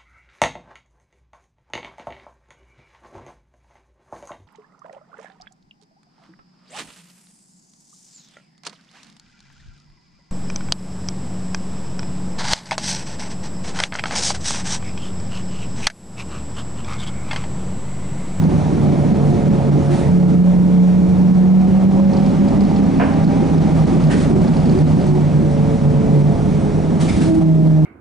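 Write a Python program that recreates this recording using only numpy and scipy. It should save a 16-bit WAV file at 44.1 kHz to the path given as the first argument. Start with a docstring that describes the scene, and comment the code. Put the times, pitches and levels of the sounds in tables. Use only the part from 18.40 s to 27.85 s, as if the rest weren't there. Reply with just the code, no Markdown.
"""Inside a trolleybus that coasts, speeds up and brakes along a city street.
Road roughness drives broadband rumble and tyre hiss; loose panels tick, steel clacks under the
floor and air valves puff. The running gear drones, and the body booms in forced vibration under
motor torque. Motor and axle tones glide with the shaft, the motor's swelling as they cross cabin
resonances. A limiter after the microphone pair holds the boom down."""
import sys
import numpy as np
from scipy import signal
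from scipy.fft import rfft, irfft, next_fast_len
from scipy.io import wavfile
from scipy.ndimage import uniform_filter1d, minimum_filter1d, map_coordinates

SR = 44100
rng = np.random.default_rng(int(sys.argv[2]) if len(sys.argv) > 2 else 0)


def wrap_up_sound(samples):
    """Save the sound to the file named by the first command line argument, as 16-bit audio."""
    columns = np.atleast_2d(samples).T
    # keep every value between -1 and 1, then stretch to whole-number steps
    tamed = np.clip(columns, -1, 1)
    steps = np.round(tamed * 32767).astype(np.int16)
    wavfile.write(sys.argv[1], SR, steps)


N = 416744
TIME_S = np.arange(N) / SR


def amp(db):
    """Decibels to amplitude ratio."""
    return 10 ** (np.asarray(db) / 20)


def unit(x):
    """Normalisation to rms 1."""
    return x / np.sqrt(np.mean(x ** 2) + 1e-20)


def along(points, hz):
    """Interpolation of (frequency_hz, value) points on a logarithmic frequency axis."""
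    knots_hz, values = np.transpose(points)
    return np.interp(np.log(hz + 1), np.log(knots_hz + 1), values)


def curves(rows):
    """Linear interpolation in time: one curve for each column after the first."""
    times_s, *columns = np.transpose(rows)
    return [np.interp(TIME_S, times_s, column) for column in columns]


def wobble(rate_hz):
    """Random modulation: a spline through rate_hz Gaussian values a second."""
    return map_coordinates(rng.standard_normal(4096), [TIME_S * rate_hz + 2], mode="mirror")


def burst(start, rise, hold, t60):
    """Linear attack, then exponential decay from `hold` after the start; all in seconds."""
    age = TIME_S - start
    return np.clip(age / rise, 0, 1) * amp(-60 * np.clip((age - hold) / t60, 0, 2))


def filtered(x, response):
    """Linear filtering: the spectrum is multiplied by a frequency response."""
    size = next_fast_len(N + SR // 2)
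    return irfft(rfft(x, size) * response(np.fft.rfftfreq(size, 1 / SR)), size)[..., :N]


def tone(hz, rough, flutter_hz):
    """Amplitude and phase modulation: jolts shake a gliding sine of rms 1."""
    shake = 1 + rough * (wobble(flutter_hz) + 1j * wobble(flutter_hz))
    return unit(np.real(shake * np.exp(2j * np.pi * np.cumsum(hz) / SR)))


def resonance(centre_hz, width_hz):
    """Random excitation of one resonance: narrowband stereo noise of rms 1."""
    white = rng.standard_normal((2, N))
    mid, side = filtered(white, lambda hz: 1 / (1 + (1.7 * (hz - centre_hz) / width_hz) ** 2))
    return unit(np.array([mid + side / 2, mid - side / 2]))


def struck(blows, modes):
    """Free vibration: each (start_s, level_db) blow excites damped modes, a little differently."""
    age = TIME_S[:SR // 4]
    attack = np.clip(age / .0007, 0, 1)
    out = np.zeros((2, N + len(age)))
    for start_s, blow_db in blows:
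        for hz, mode_db, t60 in modes:
            size, detune, angle, spread = rng.standard_normal(4)
            phase = 2 * np.pi * (hz * (1 + .012 * detune) * age + angle)
            stereo_phase = phase + .4 * spread * np.array([[1], [-1]])
            envelope = attack * amp(blow_db + mode_db + 1.5 * size - 60 * age / t60)
            out[:, round(start_s * SR):][:, :len(age)] += envelope * np.sin(stereo_phase)
    return out[:, :N]


# Likeness of the two channels: frequency_hz, coherence (0-1)
COHERENCE = [(60, .98), (180, .99), (350, .95), (700, .85), (1200, .5), (2800, .7), (6000, .8)]

def noise(spectrum, patchy_db):
    """Partially coherent stereo noise of rms 1, its gain patchy in time and frequency."""
    bins = signal.stft(rng.standard_normal((2, N)), nperseg=512)[2]
    patches = uniform_filter1d(rng.standard_normal(bins.shape[1:]), size=5, axis=0)
    patches = uniform_filter1d(patches, size=14, axis=1)
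    pair = signal.istft(bins * amp(patchy_db * unit(patches)), nperseg=512)[1][:, :N]

    def response(hz):
        angle = np.arccos(np.clip(along(COHERENCE, hz), 0, 1)) / 2
        return amp(along(spectrum, hz)) * [np.cos(angle), np.sin(angle)]

    mid, side = filtered(pair, response)
    return unit(np.array([mid + side, mid - side]))


# Speed of the motor shaft: time_s, rotation_hz
SHAFT_SPEED = [(0, 30.8), (.4, 30.52), (1, 29.53), (1.5, 29.2), (2.2, 29.69), (2.9, 30.2), (3.4, 31.3),
               (3.7, 32), (4.1, 32.5), (4.6, 33.13), (5.2, 33.14), (6, 31.78), (6.6, 30.95), (7.1, 29.8),
               (7.6, 29.27), (8.5, 27.67), (8.95, 26.87), (9.45, 25.65)]

def shaft_hz():
    """Rotation frequency, the fundamental of which motor, gear and boom tones are multiples."""
    return curves(SHAFT_SPEED)[0]


def braking():
    """Ramp load: braking torque, 0-1, comes on at 9 s and stays."""
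    return np.clip((TIME_S - 9) / .07, 0, 1)


# Bands of the electrical whistle: pitch_hz, width_hz, level_db
WHISTLE_BANDS = [(5668, 98, -64), (7387, 300, -67), (1576, 13, -66.5)]

def electrical_whistle():
    """Narrowband noise is heard as pitch: faint, steady high tones from the electrical gear."""
    return sum(amp(db) * resonance(hz, width) for hz, width, db in WHISTLE_BANDS)


# Panel impacts: start_s, strength_db, sharpness (0-1)
PANEL_TICKS = [(0.0377, -31.5, .3), (2.6888, -34.5, .8), (3.1516, -39.5, .9), (3.4349, -38.5, 1),
               (3.7344, -30.5, 0.02), (3.7687, -29, 0.05), (3.8624, -28.5, 0), (3.896, -33, 0.01),
               (4.0832, -30.5, 0.03), (4.2063, -25.5, 0.05), (4.2368, -29.5, .05), (4.25, -30.5, 0),
               (4.298, -34.5, 0), (4.3615, -30, 0), (4.7386, -32, 0.01), (4.8453, -28, .05),
               (4.877, -33, 0.03), (5.1815, -30.5, 0), (5.272, -33, 0.01), (5.4543, -28, 0),
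               (5.6388, -29, 0), (5.671, -31, 0.01), (6.0758, -30, 0), (6.1369, -30.5, 0.01),
               (6.1685, -28.5, 0.01), (6.2011, -31, 0), (6.258, -33, 0), (6.2941, -26.5, 0),
               (6.3244, -32, 0.02), (6.3879, -32, 0), (6.43, -34, 0), (6.548, -33, 0), (6.613, -32.5, 0),
               (6.6665, -27.5, 0.96), (6.676, -33.5, 0), (6.7336, -31.5, .9), (6.809, -35.5, 1),
               (7.111, -35, .6)]
# Modes of a panel: pitch_hz, relative_db, t60_s
PANEL_MODES = [(4080, -6, .025), (4370, -3, .04), (4530, -3, .035), (4790, -5, .025), (5080, -4, .03)]
# Fine chatter of the panels: time_s, strength_db
PANEL_CHATTER = [(0, -59.5), (3.6, -64.5), (3.75, -48.5), (4.35, -48.5), (4.6, -53), (5.9, -54),
                 (6.15, -49.5), (6.55, -49.5), (6.9, -60), (9.45, -62)]
# Spectra of a dull and of a sharp tick: frequency_hz, relative_db
DULL_SPECTRUM = [(1000, -27.5), (2500, 5), (3600, 1), (4400, 9), (5100, 6), (5700, -3), (7000, -1),
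                 (10000, -11.5)]
SHARP_SPECTRUM = [(2000, -25), (5000, -12), (7500, 0), (9500, 2), (11000, 0)]

def panel_rattle():
    """Impact excitation: loose panels tick over a fine chatter, and the duller ticks ring."""
    scrape_db, sharp_db, ring_db, taps_per_s = -14.5, -11.5, -11.5, 110
    dull, sharp = np.zeros((2, N))
    for start_s, db, sharpness in PANEL_TICKS:
        tick = amp(db) * burst(start_s - .001, rise=.001, hold=.003, t60=.04)
        dull += amp(scrape_db) * np.sqrt(1 - sharpness) * tick
        sharp += amp(sharp_db) * np.sqrt(sharpness) * tick
    dull_blows = [(start_s, db + ring_db) for start_s, db, sharpness in PANEL_TICKS if sharpness < .5]
    ring = struck(dull_blows, PANEL_MODES)
    chatter_db, = curves(PANEL_CHATTER)
    taps = (rng.random(N) < taps_per_s / SR) * amp(2.4 * rng.standard_normal(N))
    tap_shape = burst(0, rise=.001, hold=.001, t60=.03)[:SR // 4]
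    dull += amp(chatter_db - 8.5) * unit(signal.fftconvolve(taps, tap_shape)[:N])
    return ring + dull * noise(DULL_SPECTRUM, patchy_db=2.5) + sharp * noise(SHARP_SPECTRUM, patchy_db=2)


# Releases of air: start_s, level_db, rise_s, hold_s, t60_s
AIR_PUFFS = [(1.499, -37.5, 0.017, 0.085, .55), (5.695, -30.5, .025, .025, 0.3), (5.763, -38, .02, .07, .3),
             (8.595, -29.5, .018, .022, .45), (8.68, -35, .015, 0.025, 0.45), (8.752, -41, .012, .025, .3),
             (8.803, -35.5, .015, 0.04, 0.55), (8.94, -44, .006, .01, .3)]
# Spectrum of escaping air: frequency_hz, relative_db
AIR_SPECTRUM = [(600, -5), (1200, 8), (2200, 3.5), (2800, 1.5), (3500, 3.5), (5000, 0.5), (7000, -1),
                (9200, -1.5), (11000, 0.5)]
# Ringing of the valves' metal: start_s, level_db, pitch_hz, width_hz, t60_s
VALVE_RINGS = [(1.51, -42, 1900, 700, .35), (1.628, -42.5, 2000, 450, .25), (5.694, -32.5, 1550, 150, .3),
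               (5.699, -33, 1820, 180, .3), (5.698, -40, 2750, 500, .2), (5.724, -36, 2100, 1200, .15),
               (5.79, -42, 1900, 900, .2), (5.832, -40.5, 2000, 900, .15), (8.676, -32.5, 2260, 320, .32),
               (8.685, -45, 5000, 90, .4), (8.69, -47, 3530, 80, .35), (8.81, -43, 2300, 700, .35)]

def air_valves():
    """Jet noise: compressed air escapes in short puffs while the valves' metal resonates."""
    flow = sum(amp(db) * burst(start_s, rise, hold, t60) for start_s, db, rise, hold, t60 in AIR_PUFFS)
    metal = sum(amp(db) * burst(start_s, rise=.01, hold=.015, t60=t60) * resonance(hz, width)
                for start_s, db, hz, width, t60 in VALVE_RINGS)
    return flow * noise(AIR_SPECTRUM, patchy_db=.8) + metal


# Blows under the floor: start_s, ring_db, ring_t60_s, thud_db, crack_db
CLACK_BLOWS = [(4.598, -23, .16, -18.5, -28), (4.612, -26, .6, -26, -35)]
# Modes of the struck steel: pitch_hz, relative_db, t60_s
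STEEL_MODES = [(1390, -3, .05), (1560, -1, .08), (1760, 0, .08), (1990, -4, .05), (2860, -12, .07)]
# Spectrum of the ring after a blow: frequency_hz, relative_db
CLACK_SPECTRUM = [(300, -18), (540, 3.5), (800, 4), (1000, 3), (1150, -1), (1550, .5), (1750, -2),
                  (1950, -8), (2400, -8), (2650, -13), (2870, -8.5), (3050, -16), (3500, -27), (7000, -45)]

def underfloor_clack():
    """Transient response: a double blow cracks on steel, thuds in the floor and rings in the cabin."""
    ring, thud = np.zeros((2, N))
    for start_s, ring_db, ring_t60, thud_db, _ in CLACK_BLOWS:
        ring += amp(ring_db) * burst(start_s, rise=.001, hold=.003, t60=ring_t60)
        thud += amp(thud_db) * burst(start_s, rise=.002, hold=.005, t60=.1)
    crack = struck([(start_s, crack_db) for start_s, *_, crack_db in CLACK_BLOWS], STEEL_MODES)
    ringing = ring * noise(CLACK_SPECTRUM, patchy_db=1)
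    return crack + ringing + thud * resonance(centre_hz=610, width_hz=220)


def cabin_reverb(x, wet_db, t60):
    """Reverberation: reflections from windows and walls add a short diffuse tail."""
    age = TIME_S[:SR]
    tail = rng.standard_normal((2, SR)) * amp(-60 * age / t60) * np.clip(age / .013, 0, 1)
    return x + amp(wet_db) * signal.fftconvolve(x, tail / np.linalg.norm(tail[0]), axes=1)[:, :N]


# Surface under the wheels: time_s, coarseness_db, unevenness_db
ROAD_SURFACE = [(0, .5, 2.5), (.9, 0.7, -0.5), (1.7, 0.5, 1), (2.2, -3, -2.5), (2.8, -2, -3),
                (3.4, -1.5, -1), (3.8, 1, -1), (4.4, 0.24, -1), (5.5, 3, 1.77), (6.5, 1, 1.5),
                (7.1, -0.7, 0), (7.7, -0.2, -0.5), (8.4, 0.4, -1), (9.15, 1, 0), (9.45, -4, -5)]
# Bumps that thump the floor: start_s, level_db
ROAD_BUMPS = [(.84, -23.5), (2.66, -27.5), (5.3, -23), (8.65, -22.5)]
# Spectra of body sway, floor rumble, cabin roar, tyre roll and tyre hiss: frequency_hz, relative_db
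SWAY_SPECTRUM = [(12, -20.5), (20, -1), (31, 10), (45, 8), (58, -6.5), (85, -38)]
RUMBLE_SPECTRUM = [(40, -31), (55, -5.5), (68, 3.5), (104, 4), (122, 2), (190, -46.5)]
ROAR_SPECTRUM = [(80, -16), (120, -7.5), (145, -0.5), (175, 6), (220, 4), (275, -1), (340, -4.5),
                 (420, -11), (520, -19.5), (750, -51)]
TYRE_SPECTRUM = [(300, -15.5), (480, -1), (600, 2), (780, -0.5), (920, -2.5), (1100, -11.5), (1400, -16.5),
                 (2200, -22), (4000, -52)]
HISS_SPECTRUM = [(600, -20), (1200, 17.5), (1600, 10), (2300, 11), (2750, 7), (4000, 4.5), (5400, 0.5),
                 (6000, 2), (6600, -3), (9000, -25.5), (11000, -18.5)]

def road_noise():
    """Roughness excitation: uneven ground rumbles, coarse asphalt roars, tyres hiss more at speed."""
    coarse_db, uneven_db = curves(ROAD_SURFACE)
    over_cruise_hz = shaft_hz() - 30
    roar_db = -18 + 1.2 * coarse_db - .079 * over_cruise_hz
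    tyre_db = -32 + .8 * coarse_db + .24 * over_cruise_hz
    hiss_db = -44 + coarse_db + .36 * over_cruise_hz
    thumps = sum(amp(db) * burst(start_s, rise=.035, hold=.078, t60=.57) for start_s, db in ROAD_BUMPS)
    sway = amp(-34.5 + uneven_db + 1.3 * wobble(5)) * noise(SWAY_SPECTRUM, patchy_db=2)
    rumble = np.hypot(amp(-28 + uneven_db), thumps) * noise(RUMBLE_SPECTRUM, patchy_db=.1)
    roar = amp(roar_db + .33 * wobble(4.5)) * noise(ROAR_SPECTRUM, patchy_db=2)
    tyres = amp(tyre_db + .18 * wobble(13)) * noise(TYRE_SPECTRUM, patchy_db=1.03)
    hiss = amp(hiss_db + .22 * wobble(18)) * noise(HISS_SPECTRUM, patchy_db=.9)
    return sway + rumble + roar + tyres + hiss


# Hum of the running gear: time_s, pitch_hz, level_db
DRONE_TRACK = [(0, 156.6, -18), (.5, 146.8, -22), (1.3, 142.9, -18), (1.8, 145, -19), (2.3, 148, -29),
               (4.1, 160.9, -25.5), (4.9, 161.8, -22.5), (5.9, 155, -14.5), (6.8, 149.9, -17.5),
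               (7.2, 148, -16.5), (7.7, 144.9, -19), (8.3, 153.4, -21), (8.8, 157, -17),
               (9.1, 159.9, -30.5)]

def running_gear_drone():
    """Structure-borne sound: the running gear hums through the floor, throbbing unevenly."""
    hz, level_db = curves(DRONE_TRACK)
    throb_db = np.minimum(4.5 * wobble(rate_hz=12), 3.5)
    return amp(level_db + throb_db) * tone(hz, rough=.5, flutter_hz=26)


def body_boom():
    """Forced vibration: the body hums under pulling or braking torque, and beats near top speed."""
    shaft_multiple, beat_hz, crest_s = 6.07, 5.2, 4.025
    let_go_s, let_go_t60_s = 4.45, .43
    pull = amp(-12) * burst(1.68, rise=.01, hold=2.5, t60=4)
    beat_depth = .8 * np.clip((TIME_S - 3.6) / .3, 0, 1)
    beats = 1 - beat_depth * np.sin(np.pi * beat_hz * (TIME_S - crest_s)) ** 2
    let_go = amp(-60 * np.clip((TIME_S - let_go_s) / let_go_t60_s, 0, 2))
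    envelope = pull * beats * let_go + amp(-9) * braking()
    throb = amp(1.3 * wobble(rate_hz=8))
    return envelope * throb * tone(shaft_multiple * shaft_hz(), rough=.11, flutter_hz=22)


# Moans as the gear load shifts: centre_s, half_length_s, mesh_db, overtone_db
GEAR_MOANS = [(0.905, 0.33, -36, -41), (1.54, .09, -25.5, -36), (3.26, 0.18, -46, -37.5),
              (4.7, 0.64, -60, -38.5), (5.978, 0.041, -20, -44), (6.365, 0.038, -20, -48),
              (6.745, .05, -21.5, -46.5), (7.958, 0.074, -44, -33), (8.961, .12, -13.5, -31)]

def axle_gears(rotation_hz):
    """Gear meshing: a tone and its octave, quiet when rolling, loud in moans and under braking."""
    mesh_hz = 12 * rotation_hz
    mesh = amp(-41) + amp(-24) * braking()
    overtone = amp(-47.5) + amp(-34.5) * braking()
    for centre_s, half_length_s, mesh_db, overtone_db in GEAR_MOANS:
        swell = np.exp(-((TIME_S - centre_s) / half_length_s) ** 2)
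        mesh += amp(mesh_db) * swell
        overtone += amp(overtone_db) * swell
    return (mesh * tone(mesh_hz, rough=.22, flutter_hz=45)
            + overtone * tone(2 * mesh_hz, rough=.5, flutter_hz=28))


# Pull of the motor: time_s, traction (0-1)
MOTOR_TRACTION = [(1.5, 0), (2, 0.6), (3.2, 0.6), (3.7, 0.96), (4.1, 0.34), (4.4, 0.04)]
# Motor tones: shaft_multiple, base_db, full_traction_change_db
MOTOR_ORDERS = [(8.004, -40, -5.5), (14.981, -44.5, -1), (17.354, -52, 12), (18.99, -46.5, -4.5),
                (35.96, -57.5, 2)]
# Resonances of the cabin: centre_hz, width_hz, lift_db
CABIN_MODES = [(264.2, 12, 16), (417.3, 14, 10.5), (440.13, 28, 13), (561, 36, 13.5), (1181, 71, 6)]

def motor_whine(rotation_hz):
    """Resonant amplification: tones tied to the shaft swell as they glide through cabin modes."""
    traction, = curves(MOTOR_TRACTION)
    out = np.zeros(N)
    for multiple, base_db, traction_db in MOTOR_ORDERS:
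        hz = multiple * rotation_hz
        lift_db = sum(peak / (1 + (2 * (hz - centre) / width) ** 2)
                      for centre, width, peak in CABIN_MODES)
        out += amp(base_db + lift_db + traction_db * traction) * tone(hz, rough=.34, flutter_hz=18)
    return out


def scene():
    """Superposition of all sources at a window seat."""
    underfloor = cabin_reverb(underfloor_clack() + air_valves(), wet_db=-13, t60=.94)
    rotation_hz = shaft_hz() * (1 + .0016 * wobble(7))  # gears and motor waver together
    drive = axle_gears(rotation_hz) + motor_whine(rotation_hz)
    hum = running_gear_drone() + body_boom()
    return drive + hum + electrical_whistle() + road_noise() + panel_rattle() + underfloor


def limiter(x, ceiling, hold_s):
    """Peak limiting: the gain drops just before each peak and soon recovers."""
    needed_gain = np.minimum(1, ceiling / (np.abs(x).max(axis=0) + 1e-9))
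    span = int(hold_s * SR)
    held_gain = minimum_filter1d(needed_gain, span, origin=span // 4)
    return x * uniform_filter1d(held_gain, span // 2)


# Level difference of the microphone ports: frequency_hz, left_minus_right_db
PORT_LEVEL = [(35, -.4), (90, -1.7), (700, -2.2), (1500, -1.2), (8000, 0)]
# Phase difference of the ports: frequency_hz, left_lead_rad
PORT_PHASE = [(25, -.4), (60, -.7), (170, -.95), (330, -1.3), (600, -.85), (1100, -1.1), (1500, -.1),
              (4000, 0)]
# Treble roll-off: frequency_hz, gain_db
TREBLE_ROLLOFF = [(9200, 0), (10000, -7), (10900, -12)]

def record(dry):
    """Stereo from level and phase differences of two microphone ports, then limiting and a low-pass."""
    sides, cutoff_hz = np.array([[.5], [-.5]]), 10950
    ports = filtered(dry, lambda hz: amp(sides * along(PORT_LEVEL, hz))
                     * np.exp(1j * sides * along(PORT_PHASE, hz)))
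    limited = limiter(amp(1.5) * ports, ceiling=.6, hold_s=.017)
    return filtered(limited, lambda hz: amp(along(TREBLE_ROLLOFF, hz)) * (hz < cutoff_hz))


dry = scene()
out = record(dry)
wrap_up_sound(out)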